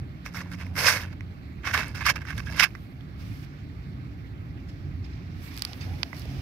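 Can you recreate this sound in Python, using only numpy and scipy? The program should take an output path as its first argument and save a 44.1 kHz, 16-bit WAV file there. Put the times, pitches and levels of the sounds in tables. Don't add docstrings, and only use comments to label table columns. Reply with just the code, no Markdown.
import sys
import numpy as np
from scipy import signal
from scipy.io import wavfile

SR = 44100
rng = np.random.default_rng(int(sys.argv[2]) if len(sys.argv) > 2 else 0)


def wav_out(sig):
    wavfile.write(sys.argv[1], SR, np.round(np.clip(np.atleast_2d(sig).T, -1, 1) * 32767).astype(np.int16))


def volts(x):
    e = np.asarray(x, float) / 20
    return 10 ** e


N = 282681


def rms_one(x):
    return x / np.sqrt(np.mean(x ** 2) + 1e-20)


def in_time(rows, silent_db=None):
    s, *columns = np.transpose(rows)
    return [np.interp(np.arange(N) / SR, s, c, silent_db, silent_db) for c in columns]


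def at_hz(points, hz):
    points_hz, values = np.transpose(points)
    return np.interp(np.log(hz), np.log(points_hz), values)


def band(order, edges_hz, x, kind="band"):
    return signal.sosfilt(signal.butter(order, edges_hz, kind, fs=SR, output="sos"), x)


def drift(rate_hz):
    r = np.exp(-80 * np.pi * rate_hz / SR)
    slow = signal.lfilter([1], [1, -2 * r, r * r], rng.standard_normal(N // 40 + 2002))[2000:]
    return np.interp(np.arange(N) / 40, np.arange(len(slow)), rms_one(slow))


def ring(clicks, hz, t60_s):
    r = volts(-60 / (t60_s * SR))
    w = 2 * np.pi * min(hz, .45 * SR) / SR
    return signal.lfilter([np.sin(w)], [1, -2 * r * np.cos(w), r * r], clicks + 1e-18)


def noise(spectrum, low_hz, high_hz, alike, lead, patchy_db):
    edges = np.geomspace(low_hz, high_hz, round(3 * np.log2(high_hz / low_hz)) + 1)
    white, out = rng.standard_normal((2, 3, N + 4000)), 0
    for k, (low, high) in enumerate(zip(edges, edges[1:])):
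        both, left, right = band(2, [low, high], white[k % 2])[:, -N:]
        hz = np.sqrt(low * high)
        share = np.clip(at_hz(alike, hz), 0, 1)
        pair = np.sqrt(share) * np.array([both, np.roll(both, lead)])
        pair += np.sqrt(1 - share) * np.array([left, right])
        out = out + volts(at_hz(spectrum, hz) + patchy_db * drift(min(hz / 30, 15))) * pair
    return rms_one(out)


def rubbed(rows, ring_s, lead):
    out = np.zeros((2, N + SR))
    for s, ms, hz, level_db in rows:
        span, at = round(ms * SR / 1000), round(s * SR)
        rub = rng.standard_normal(span) * np.hanning(span) ** .5
        note = ring(np.pad(rub, (0, SR // 20)), hz, ring_s)
        note *= volts(level_db) / np.sqrt(np.sum(note ** 2) / span)
        for side, delay in enumerate((0, lead)):
            out[side, at + delay:at + delay + len(note)] += note
    return out[:, :N]


# time_s, firing_hz, level_db, octave_db
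ENGINES = [
    [(0.1, 87.1, -66, -62.5), (.35, 88.1, -80, -42.5), (.65, 90, -37, -42.5), (.9, 91.34, -40, -54),
     (1.25, 88.8, -44, -51), (1.6, 84.6, -77, -59)],
    [(1.62, 85.8, -61, -71), (1.75, 78.2, -42, -83), (1.95, 70.3, -51, -43.5), (2.15, 71.8, -43.5, -47),
     (2.35, 76.35, -40.5, -62), (2.55, 68, -40, -43), (2.75, 68, -70, -76)],
    [(4.4, 89.3, -64, -75), (4.7, 89.5, -43.5, -62), (4.95, 89.9, -36, -62), (5.15, 89.9, -62, -54),
     (5.35, 90.7, -34.5, -67), (5.6, 92, -61, -75)],
    [(6.2, 134.5, -77, -72), (6.35, 136, -33, -50), (6.41, 133, -38, -63)],
]


def engine(rows):
    hz, = in_time(rows)[:1]
    level_db, octave_db = in_time(rows, silent_db=-120)[1:]
    turn = 2 * np.pi * np.cumsum(hz) / SR
    return np.sqrt(2) * (volts(level_db) * np.sin(turn) + volts(octave_db) * np.sin(2 * turn))


# time_s, level_db
FLOW = [(0.0, -36), (0.21, -43.5), (0.77, -38.5), (1.48, -40.5), (2.03, -36), (2.27, -40.5), (2.46, -35),
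        (2.95, -42), (3.3, -37.5), (3.59, -44), (3.62, -38.5), (4.71, -39), (4.91, -36), (5.71, -42),
        (5.91, -32.5), (6.09, -42.5), (6.39, -33.5), (6.41, -38)]
# pitch_hz, level_db_per_hz
ROAD = [(15, -49), (25, -60), (54, -11), (102, -9.5), (140, -1), (162, -12), (279, -6.5), (480, -29),
        (786, -29), (981, -38), (1140, -34.5), (2050, -36.5), (3120, -45), (3620, -42.5), (9000, -68.5),
        (11700, -95), (19800, -120)]
# pitch_hz, power_share
FAR_ALIKE = [(30, 1), (70, 0.88), (130, 0.96), (300, 0.75), (700, 0.199), (2000, 0.65), (8000, 0.072)]
# mean_db, swing_share
LAYERS = [
    (-40, 0.99),
    (-42.5, 0.9),
    (-48, 0.4),
    (-61.5, 0.25),
]
# time_s, lift_db, half_width_s
NEAR_CARS = [
    (.77, 6, .1),
    (5.95, 7, 0.25),
    (6.37, 6.5, 0.12),
]


def traffic():
    flow_db, = in_time(FLOW)
    swing_db = flow_db - flow_db.mean()
    deep_db, rumble_db, drone_db, tyre_db = [db + share * swing_db for db, share in LAYERS]
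    for s, lift_db, half_s in NEAR_CARS:
        near_db = lift_db * np.exp(-((np.arange(N) / SR - s) / half_s) ** 2)
        tyre_db = tyre_db + near_db
        drone_db = drone_db + 0.12 * near_db
    out = volts(deep_db) * noise(ROAD, 36, 110, FAR_ALIKE, 3, patchy_db=1.5)
    out += volts(rumble_db) * noise(ROAD, 110, 200, FAR_ALIKE, 3, patchy_db=1.5)
    out += volts(drone_db) * noise(ROAD, 200, 450, FAR_ALIKE, 6, patchy_db=1.2)
    out += volts(tyre_db) * noise(ROAD, 450, 1050, FAR_ALIKE, 5, patchy_db=1.0)
    out += volts(-57) * noise(ROAD, 1080, 9300, FAR_ALIKE, 21, patchy_db=-1.8)
    return out + sum(engine(rows) for rows in ENGINES)


# start_s, length_ms, pitch_hz, level_db
TREAD = [(5.65, 120, 730, -60), (5.79, 92, 855, -63), (5.82, 120, 570, -67), (5.87, 60, 750, -59),
         (5.905, 52, 820, -56), (6.04, 47, 675, -58), (6.28, 100, 700, -64)]


def tyre_tread():
    return rubbed(TREAD, ring_s=0.084, lead=2)


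# time_s, level_db
SETTLING = [
    [(2.655, -90), (2.68, -75), (2.85, -72), (3.0, -84), (3.1, -95)],
    [(5.66, -90), (5.72, -67), (6.0, -67), (6.14, -70), (6.2, -60), (6.26, -72), (6.41, -70)],
]


def settling():
    hiss = rms_one(band(2, [10000, 16000], rng.standard_normal(N)))
    level = sum(volts(in_time(rows, silent_db=-120)[0]) for rows in SETTLING)
    return hiss * volts(1.5 * drift(20)) * level


# start_s, hold_s, level_db, sheen_db
SWISHES = [(3.197, 0.25, -55, -8), (4.693, .006, -55.5, -13), (5.05, 0.011, -56.5, -25),
           (5.11, 0.047, -64, -27), (5.43, 0.056, -60, 1), (5.58, 0.16, -59, -17),
           (5.817, 0.028, -54.5, -16), (6.148, 0.054, -55, -12), (6.32, 0.037, -59, -29)]
# time_s, effort_db
LEANING = [(5.25, -90), (5.36, -63), (5.55, -52), (5.76, -58), (5.95, -58), (6.13, -60.5), (6.41, -56)]


def swishes():
    rise_db_per_s, fall_db_per_s = 600, 700
    linger_db, linger_db_per_s = -7, 24.5
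    t, presence, sheen = np.arange(0, N, 16) / SR, 0, 0
    for s, hold, level_db, sheen_db in SWISHES:
        after = np.maximum(t - s - hold, 0)
        before_db = level_db - rise_db_per_s * np.maximum(s - t, 0)
        stroke = volts(before_db - fall_db_per_s * after)
        linger = volts(before_db + linger_db - linger_db_per_s * after)
        presence = presence + np.maximum(stroke, linger)
        sheen = sheen + stroke * volts(sheen_db)
    presence, sheen = np.repeat([presence, sheen], 16, axis=1)[:, :N]
    strain = volts(in_time(LEANING, silent_db=-120)[0])
    return presence + strain, sheen + strain * volts(-8)


# pitch_hz, level_db_per_hz
CLOTH = [(500, -10), (1000, -3), (2000, 3.5), (3400, -2.5), (5200, -3), (7000, -21), (8500, -18)]
# pitch_hz, level_db_per_hz
SHEEN = [(7500, -1), (10000, -1.5), (13000, 3.5), (16000, 1)]
# pitch_hz, power_share
NEAR_ALIKE = [(500, 0.9), (1500, 0.39), (4000, 0.074), (12000, 0.088)]


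def clothes():
    presence, sheen = swishes()
    dull = noise(CLOTH, 450, 7500, NEAR_ALIKE, lead=13, patchy_db=1.4)
    bright = noise(SHEEN, 6700, 18000, NEAR_ALIKE, lead=5, patchy_db=1.0)
    return presence * volts(0.93 * drift(43)) * dull + sheen * bright


# start_s, length_ms, mode_hz, level_db
CREAKS = [(4.684, 24, 5170, -62), (4.686, 9.1, 7090, -67), (4.686, 8, 8700, -69), (5.439, 4, 12900, -58),
          (5.039, 20, 5070, -58.5), (5.044, 16.4, 3680, -63), (5.467, 4, 12700, -60),
          (5.042, 20, 6700, -76), (5.042, 24, 8750, -74), (5.12, 14, 2300, -62), (5.124, 20, 5250, -63),
          (5.126, 10, 4060, -61), (5.806, 12, 2600, -49), (5.807, 13, 3560, -53), (5.808, 11, 4700, -49),
          (5.804, 13, 6340, -55), (5.812, 9, 7900, -64), (5.812, 9, 8960, -68), (5.822, 13, 2470, -52),
          (5.823, 12, 4600, -57), (5.83, 12, 3600, -58)]


def plate():
    return rubbed(CREAKS, ring_s=0.028, lead=12)


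def ground(x, echo_db):
    t = np.arange(round(.012 * SR)) / SR
    scatter = rng.standard_normal((2, len(t))) * (t > .0016) * volts(-60 * t / 0.0056)
    scatter = band(2, [1400, 7000], scatter)
    scatter *= volts(echo_db) / np.sqrt(np.sum(scatter ** 2, axis=1, keepdims=True))
    return x + signal.oaconvolve(x, scatter, axes=1)[:, :N]


# time_s, left_minus_right_db of the middle stones
FEET_PAN = [(.9, 0.5), (1.8, -1), (2.65, -5), (3.1, -7)]


def feet_pan_db():
    return in_time(FEET_PAN)[0]


# time_s, peak_db, ring_hz
CRACKLE = [(0.2627, -22, 2300), (.2735, -33, 2150), (.344, -29, 1200), (.357, -26, 1250),
           (.362, -27, 1940), (.381, -39, 5000), (.398, -39, 4900), (.417, -28, 1160),
           (.614, -35, 1200), (.374, -31, 1980), (0.382, -25, 1790), (0.4138, -24, 1990),
           (.5388, -36, 1420), (0.544, -30, 2170), (0.604, -33, 1720), (.6112, -25, 2200),
           (.6165, -35, 2020), (.6323, -32, 1490), (.755, -26, 2130), (.763, -26, 1490),
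           (.77, -28, 1210), (0.7808, -18, 2150), (0.861, -12, 5300), (.956, -26, 5200),
           (.968, -20, 5000), (.993, -29, 1200), (.999, -23, 1900), (1.005, -27, 1700),
           (1.017, -34, 2000), (.799, -20, 1650), (0.806, -16, 2390), (0.821, -17, 1650),
           (.845, -11.5, 2450), (.869, -6, 2500), (0.8759, -10, 1660), (.8852, -15, 1560),
           (0.8905, -12.5, 1670), (.903, -7, 1700), (0.8968, -16, 1700), (0.912, -15, 1680),
           (.925, -18, 1700), (0.94, -15, 2560), (0.956, -20.5, 1720), (0.966, -20, 2550),
           (1.0336, -26, 1770), (1.05, -28, 1510),
           (1.634, -35, 2200), (1.6423, -32, 1600), (1.6735, -16.5, 1150), (1.6758, -23, 1520),
                  (1.6945, -25, 1270), (1.7087, -20, 1660), (1.713, -21, 1850), (1.739, -10, 1660),
                  (1.7466, -11, 1160), (1.7517, -13, 1200), (1.7683, -27, 1700), (1.7758, -14, 1270),
                  (1.79, -18, 1200), (1.802, -22, 1740), (1.875, -39, 1200), (1.888, -37, 1250),
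                  (2.006, -29, 1200), (2.09, -16, 1200), (2.18, -38, 1200), (1.8134, -17, 1610),
                  (1.832, -18, 1700), (1.8435, -26, 1870), (1.855, -28, 1510), (1.95, -25.5, 1460),
                  (2.008, -22, 2200), (2.0205, -20.5, 1110), (2.038, -26, 2430), (2.0555, -16, 4480),
                  (2.0707, -17, 1700), (2.0856, -9, 2253), (2.0965, -9, 1838), (2.11, -24, 1700),
                  (2.1614, -20, 2270), (2.1658, -25, 2390), (2.2204, -31, 1581), (2.2515, -28, 1460),
           (2.294, -37, 2320), (2.3, -27, 1900), (2.306, -40, 5000), (2.402, -31, 1200),
                 (2.3064, -19.5, 1650), (2.3132, -26, 1610), (2.3245, -29, 1580), (2.3787, -25, 1690),
                 (2.4017, -30, 1683), (2.4766, -32, 1700), (2.554, -33, 1640), (2.5643, -36, 2130),
                 (2.578, -23, 1140), (2.607, -4, 1800), (2.6277, -5, 2650), (2.633, -10, 1660),
                 (2.638, -9, 2300), (2.66, -24, 1665), (2.706, -40, 2400), (2.7507, -32, 1312),
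                 (2.7512, -41, 5200), (2.756, -30.5, 1960)]
# time_s, peak_db, ring_hz
THUMPS = [(0.93, -22, 480), (.861, -14, 520), (2.5, -33, 690), (1.7, -30, 690), (2.1, -34, 690),
          (6.14, -38, 640), (6.0315, -31, 990), (6.13, -43, 520), (6.2547, -31, 464), (6.2545, -35, 590)]


def crackle():
    for s, peak_db, hz in CRACKLE + THUMPS:
        ring_ms = 10.6 * (1700 / hz) ** 0.7
        yield s, peak_db + 6, hz, -29.5, 3, ring_ms


# time_s, peak_db, ring_hz, ring_ms, grit_db
KNOCKS = [(0.2614, -15, 1280, 10, -19), (0.3463, -17, 1400, 10, -31), (0.518, -27.5, 1500, 5.5, -14),
          (.666, -23.5, 2150, 8.8, -25), (0.871, -15, 1717, 5.6, -28), (0.884, 0, 1600, 12, -30),
          (0.908, -3, 1680, 9.6, -34), (1.671, -5.5, 1630, 8.5, -32), (1.745, -0.6, 1650, 5.1, -26),
          (1.777, -1.5, 2300, 3.3, -26), (1.793, -8.5, 1160, 10, -30), (1.882, -26, 4800, 2.8, -7),
          (2.0654, 2, 1250, 4.5, -19), (2.16, -14.5, 1280, 16, -25), (2.2522, -25, 1994, 6.7, -28),
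          (2.379, -16, 3380, 4.4, -12), (2.47, -23.5, 1643, 54, -32), (2.493, -22, 1660, 37.5, -32),
          (2.5968, 5, 2920, 7.1, -39), (2.6075, -15, 1665, 6.5, -30), (2.64, 1.5, 1870, 9, -41)]
# time_s, peak_db, ring_hz, ring_ms, grit_db
SNAPS = [(5.5426, -29, 3830, 2.4, -9), (5.559, -26, 4440, 2.8, -30), (5.5665, -26, 4570, 2.5, -9),
         (5.576, -9, 4530, 0.73, -19), (5.5844, -29, 5080, 2.5, -6), (5.594, -20, 4800, 2.1, -12),
         (5.6213, -2, 4680, 2.2, -14.5), (5.6505, -4.5, 4760, 2.6, -16.5), (5.7322, -13, 4330, 1.4, -34),
         (5.808, -33, 5840, 3, -25), (5.8125, -32, 4700, 3, -28), (5.819, -32, 3000, 2.4, -24),
         (5.829, -38, 4400, 3.2, -25), (6.146, -30, 5600, 3, -17), (6.167, -29, 5100, 4.5, -12),
         (6.184, -36, 4000, 2.1, -4), (6.196, -30, 5000, 3, -3), (6.219, -28, 5000, 5.4, -16)]
# time_s, peak_db, ring_hz, ring_ms, grit_db
CLACKS = [(1.2078, -16, 2110, 4.4, -34), (1.2072, -40, 1300, 7, -33), (2.7515, -20.5, 1850, 8.6, -36),
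          (3.0086, -30.5, 3340, 5, -35), (6.0314, -6, 2720, 2.5, -51), (6.0314, 0, 4800, 1.6, -45),
          (6.0314, -9, 3550, 2.9, -45), (6.1297, -22.5, 2040, 17, -40), (6.1302, -12.5, 880, 3.7, -48),
          (6.2545, -22, 5200, .6, -21)]
# left_lead_samples at 2 kHz, lead_samples_per_octave
CONTACTS = [
    (3, 0.01),
    (12, 0.01),
    (6, 2.9),
]


def contacts():
    for table, (lead, per_octave) in zip((KNOCKS, SNAPS, CLACKS), CONTACTS):
        for s, peak_db, hz, ring_ms, grit_db in table:
            yield s, peak_db, hz, grit_db, lead + per_octave * np.log2(hz / 2000), ring_ms


def knocks(table):
    out, span = np.zeros((2, N)), round(.04 * SR)
    pan_db = feet_pan_db()
    click = 1. * (np.arange(span) == 0)
    for s, peak_db, hz, grit_db, lead, ring_ms in table:
        near = rng.uniform([.55, 1.2], [.75, 1.5])
        body = ring(click, hz, ring_ms / 1000)
        body += volts(-42) * sum(ring(click, hz * k, ring_ms / 1400) for k in near)
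        if hz < 2600:
            body += volts(-18) * ring(click, 5540, .003)
        body = band(4, [750, 6600], body) if hz > 700 else band(2, [380, 3000], body)
        grit = rng.standard_normal(span) * volts(-60 * np.arange(span) / (0.0017 * SR))
        grit = band(2, [8000, 14500], grit)
        for side, delay in enumerate((0, round(lead))):
            at = round(s * SR) + delay
            panned = volts((0.6 - side) * pan_db[at]) * body
            tick = volts(grit_db + 19.5 - 12 * side) * grit
            out[side, at:at + span] += volts(peak_db - 10) * (panned + tick)
    return out


# peak_s, level_db, rise_ms, fall_ms, grit_db above 7 kHz
FIRST_FOOT = [(0.262, -39.5, 11, 28, -15.5), (0.36, -35.5, 21.3, 51, -15.5), (0.417, -41.5, 49, 6.1, -14.5),
              (0.471, -51, 59, 16, -23), (0.518, -41.5, 2.1, 31, -16.5), (0.535, -46.5, 40, 25, -16.5),
              (0.614, -39.5, 30, 27, -19), (0.662, -53.5, 24, 53, -16), (0.764, -31.5, 5.4, 27, -18),
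              (0.789, -26.5, 21, 120, -8.5), (0.879, -16.5, 35, 50, -9.5), (0.908, -26.5, 18, 5, -14.5),
              (0.966, -29.5, 89, 25, -14.5), (1.019, -34, 33, 24, -17), (1.06, -46, 41, 29, -46),
              (1.138, -44.5, 30, 1.67, -26)]
SECOND_FOOT = [(1.644, -37, 7.2, 16, -36), (1.673, -27, 20, 23, -23), (1.713, -33, 46, 6.9, -23),
               (1.731, -48, 9, 6, -3), (1.742, -17.5, 7.3, 16, -22), (1.777, -25, 34, 51, -19),
               (1.832, -33.5, 16, 15, -35), (1.881, -45.5, 89, 46, -14), (1.951, -38, 5.8, 78, -16.5),
               (2.008, -29.5, 1.5, 24, -25), (2.068, -17, 13.2, 9.9, -20), (2.099, -16.5, 21, 13, -18),
               (2.161, -31.5, 5.6, 14, -21), (2.165, -49, 84, 65, -21), (2.22, -37, 9.1, 5.5, -23),
               (2.252, -41, 1.4, 5.9, -18)]
THIRD_FOOT = [(2.305, -34.5, 33, 12, -20.5), (2.332, -41.5, 20, 5.1, -23), (2.371, -47, 30, 68, -11.5),
              (2.377, -40, 2.1, 23, -11), (2.401, -36.5, 22, 6.3, -32), (2.468, -44, 19, 23, -15.5),
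              (2.494, -40.5, 19, 7.1, -37), (2.526, -42.5, 36, 120, -14), (2.597, -13.5, 3.3, 17.4, -16),
              (2.609, -26, 39, 2.7, -23), (2.626, -17.5, 6.5, 24.8, -23), (2.64, -15.5, 15.5, 6.9, -14),
              (2.657, -39, 12, 5, -18), (2.564, -43, 4, 30, -4), (2.75, -49, 2.4, 11.6, -29)]
SOLES = [
    -15,
    -17,
    -18,
]


def crunches():
    feet = zip((FIRST_FOOT, SECOND_FOOT, THIRD_FOOT), SOLES)
    rows = [tuple(row) + (sole,) for foot, sole in feet for row in foot]
    s, level_db, rise, fall, grit_db, thud_db = np.array(rows).T[:, :, None]
    doublings = np.log2((rise + fall) / 40)
    thud_db = thud_db + 4 * doublings - 0.2863 * (level_db + 35)
    return s, level_db, rise, fall, grit_db, thud_db


# pitch_hz, level_db_per_hz
STONES = [(400, -39), (490, -21), (750, -33), (1050, -12.5), (1400, -6), (1670, 3), (1950, -5),
          (2550, -4.5), (3200, -15.5), (4200, -9), (5250, 2), (6900, -13), (12500, -4.5), (16000, -17)]
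DIRECTIONS = [
    (1.9, 0.56),
    (10, 0.82),
    (1.7, 3.5),
    (3.5, 2.5),
    (0.15, 0.56),
]
GRAINS = 15000


def gravel(spread_db, cycles, colour_db):
    when, span = np.sort(rng.uniform(0, 3, GRAINS)), round(3.1 * SR)
    s, level_db, rise, fall, grit_db, thud_db = crunches()
    ms = 1000 * (when - s)
    away = np.maximum(-ms / np.maximum(rise, 1), ms / np.maximum(fall, 1))
    press_db = level_db - 10 * away ** 1.5
    sizes_db = (1.44 * thud_db + 5, thud_db, 0, 0.73 * grit_db + 4, grit_db)
    pressure = [np.sqrt(np.sum(volts(press_db + db) ** 2, axis=0)) for db in sizes_db]
    force = rms_one(volts(spread_db * np.minimum(rng.exponential(1, GRAINS), 4)))
    busy = np.clip((pressure[2] / volts(-24)) ** 0.63, .16, .8)
    knocking = force * (rng.random(GRAINS) < busy) / np.sqrt(busy)
    grinding = rms_one(force ** 0.75)
    left, spot = (when * SR).astype(int), rng.standard_normal(GRAINS)
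    pitches = np.geomspace(460, 15300, 48)
    pitches[17:19] = 1620, 1705
    power = volts(2 * at_hz(STONES, pitches)) * pitches
    size = np.digitize(pitches, [640, 975, 3800, 6800])
    lots = np.zeros((5, 2, span))
    for hz, share, z in zip(pitches, power, size):
        t60 = cycles / hz ** .5 / 40
        ringing = t60 * SR / np.log(1000) / 4 * GRAINS / (3 * SR)
        wander = volts(colour_db * drift(11.4)[left])
        mix = rng.standard_normal(GRAINS)
        strength = pressure[z] * wander * mix * (grinding if z == 4 else knocking)
        lead, scatter = DIRECTIONS[z]
        right = left + np.round(lead + scatter * spot).astype(int)
        clicks = np.array([np.bincount(at.clip(0), strength, span) for at in (left, right)])
        lots[z] += ring(clicks, hz, t60) * np.sqrt(share / power[size == z].sum() / ringing)
    lots[2:4] *= volts(np.outer([.7, -.3], feet_pan_db()[:span]))
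    bright = band(3, 800, lots[2:].sum(axis=0), "high")
    return np.pad(lots[0] + lots[1] + bright, ((0, 0), (0, N - span)))


def scene():
    crunch = gravel(spread_db=0.5, cycles=13.1, colour_db=2.5) * volts(-3.5)
    crunch = ground(crunch, echo_db=-13)
    single = knocks(contacts()) + knocks(crackle())
    feet = crunch + ground(single, echo_db=-16)
    thin = band(4, 440, feet, "high")
    return traffic() + tyre_tread() + settling() + clothes() + plate() + thin


def top_cut(x):
    return signal.sosfilt(signal.butter(12, 16670, fs=SR, output="sos"), x)


# pitch_hz, width_hz, right_over_left_db
PORTS = [
    (617, 350, -3.5),
    (1650, 270, 1.5),
    (2300, 690, 10.5),
    (5000, 1480, 11.5),
    (9400, 5000, -3.5),
]


def record(dry):
    sides = []
    for x, part in zip(dry, (-.6, .4)):
        for hz, width_hz, lift_db in PORTS:
            g, w = volts(part * lift_db / 2), 2 * np.pi * hz / SR
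            a, c = np.sin(w) * width_hz / hz / 2, -2 * np.cos(w)
            x = signal.lfilter([1 + a * g, c, 1 - a * g], [1 + a / g, c, 1 - a / g], x)
        sides.append(x * volts(part * 2.5))
    white = band(2, 4000, rng.standard_normal((2, N)), "high")
    hiss = volts(-75) * rms_one(white + volts(26) * ring(white, 13100, 0.00074))
    limited = .98 * np.tanh((np.array(sides) + hiss) / .98)
    low_pass = signal.cheby2(14, 40, 15990, fs=SR, output="sos")
    return top_cut(signal.sosfilt(low_pass, limited))


dry = scene()
out = record(dry)
wav_out(out)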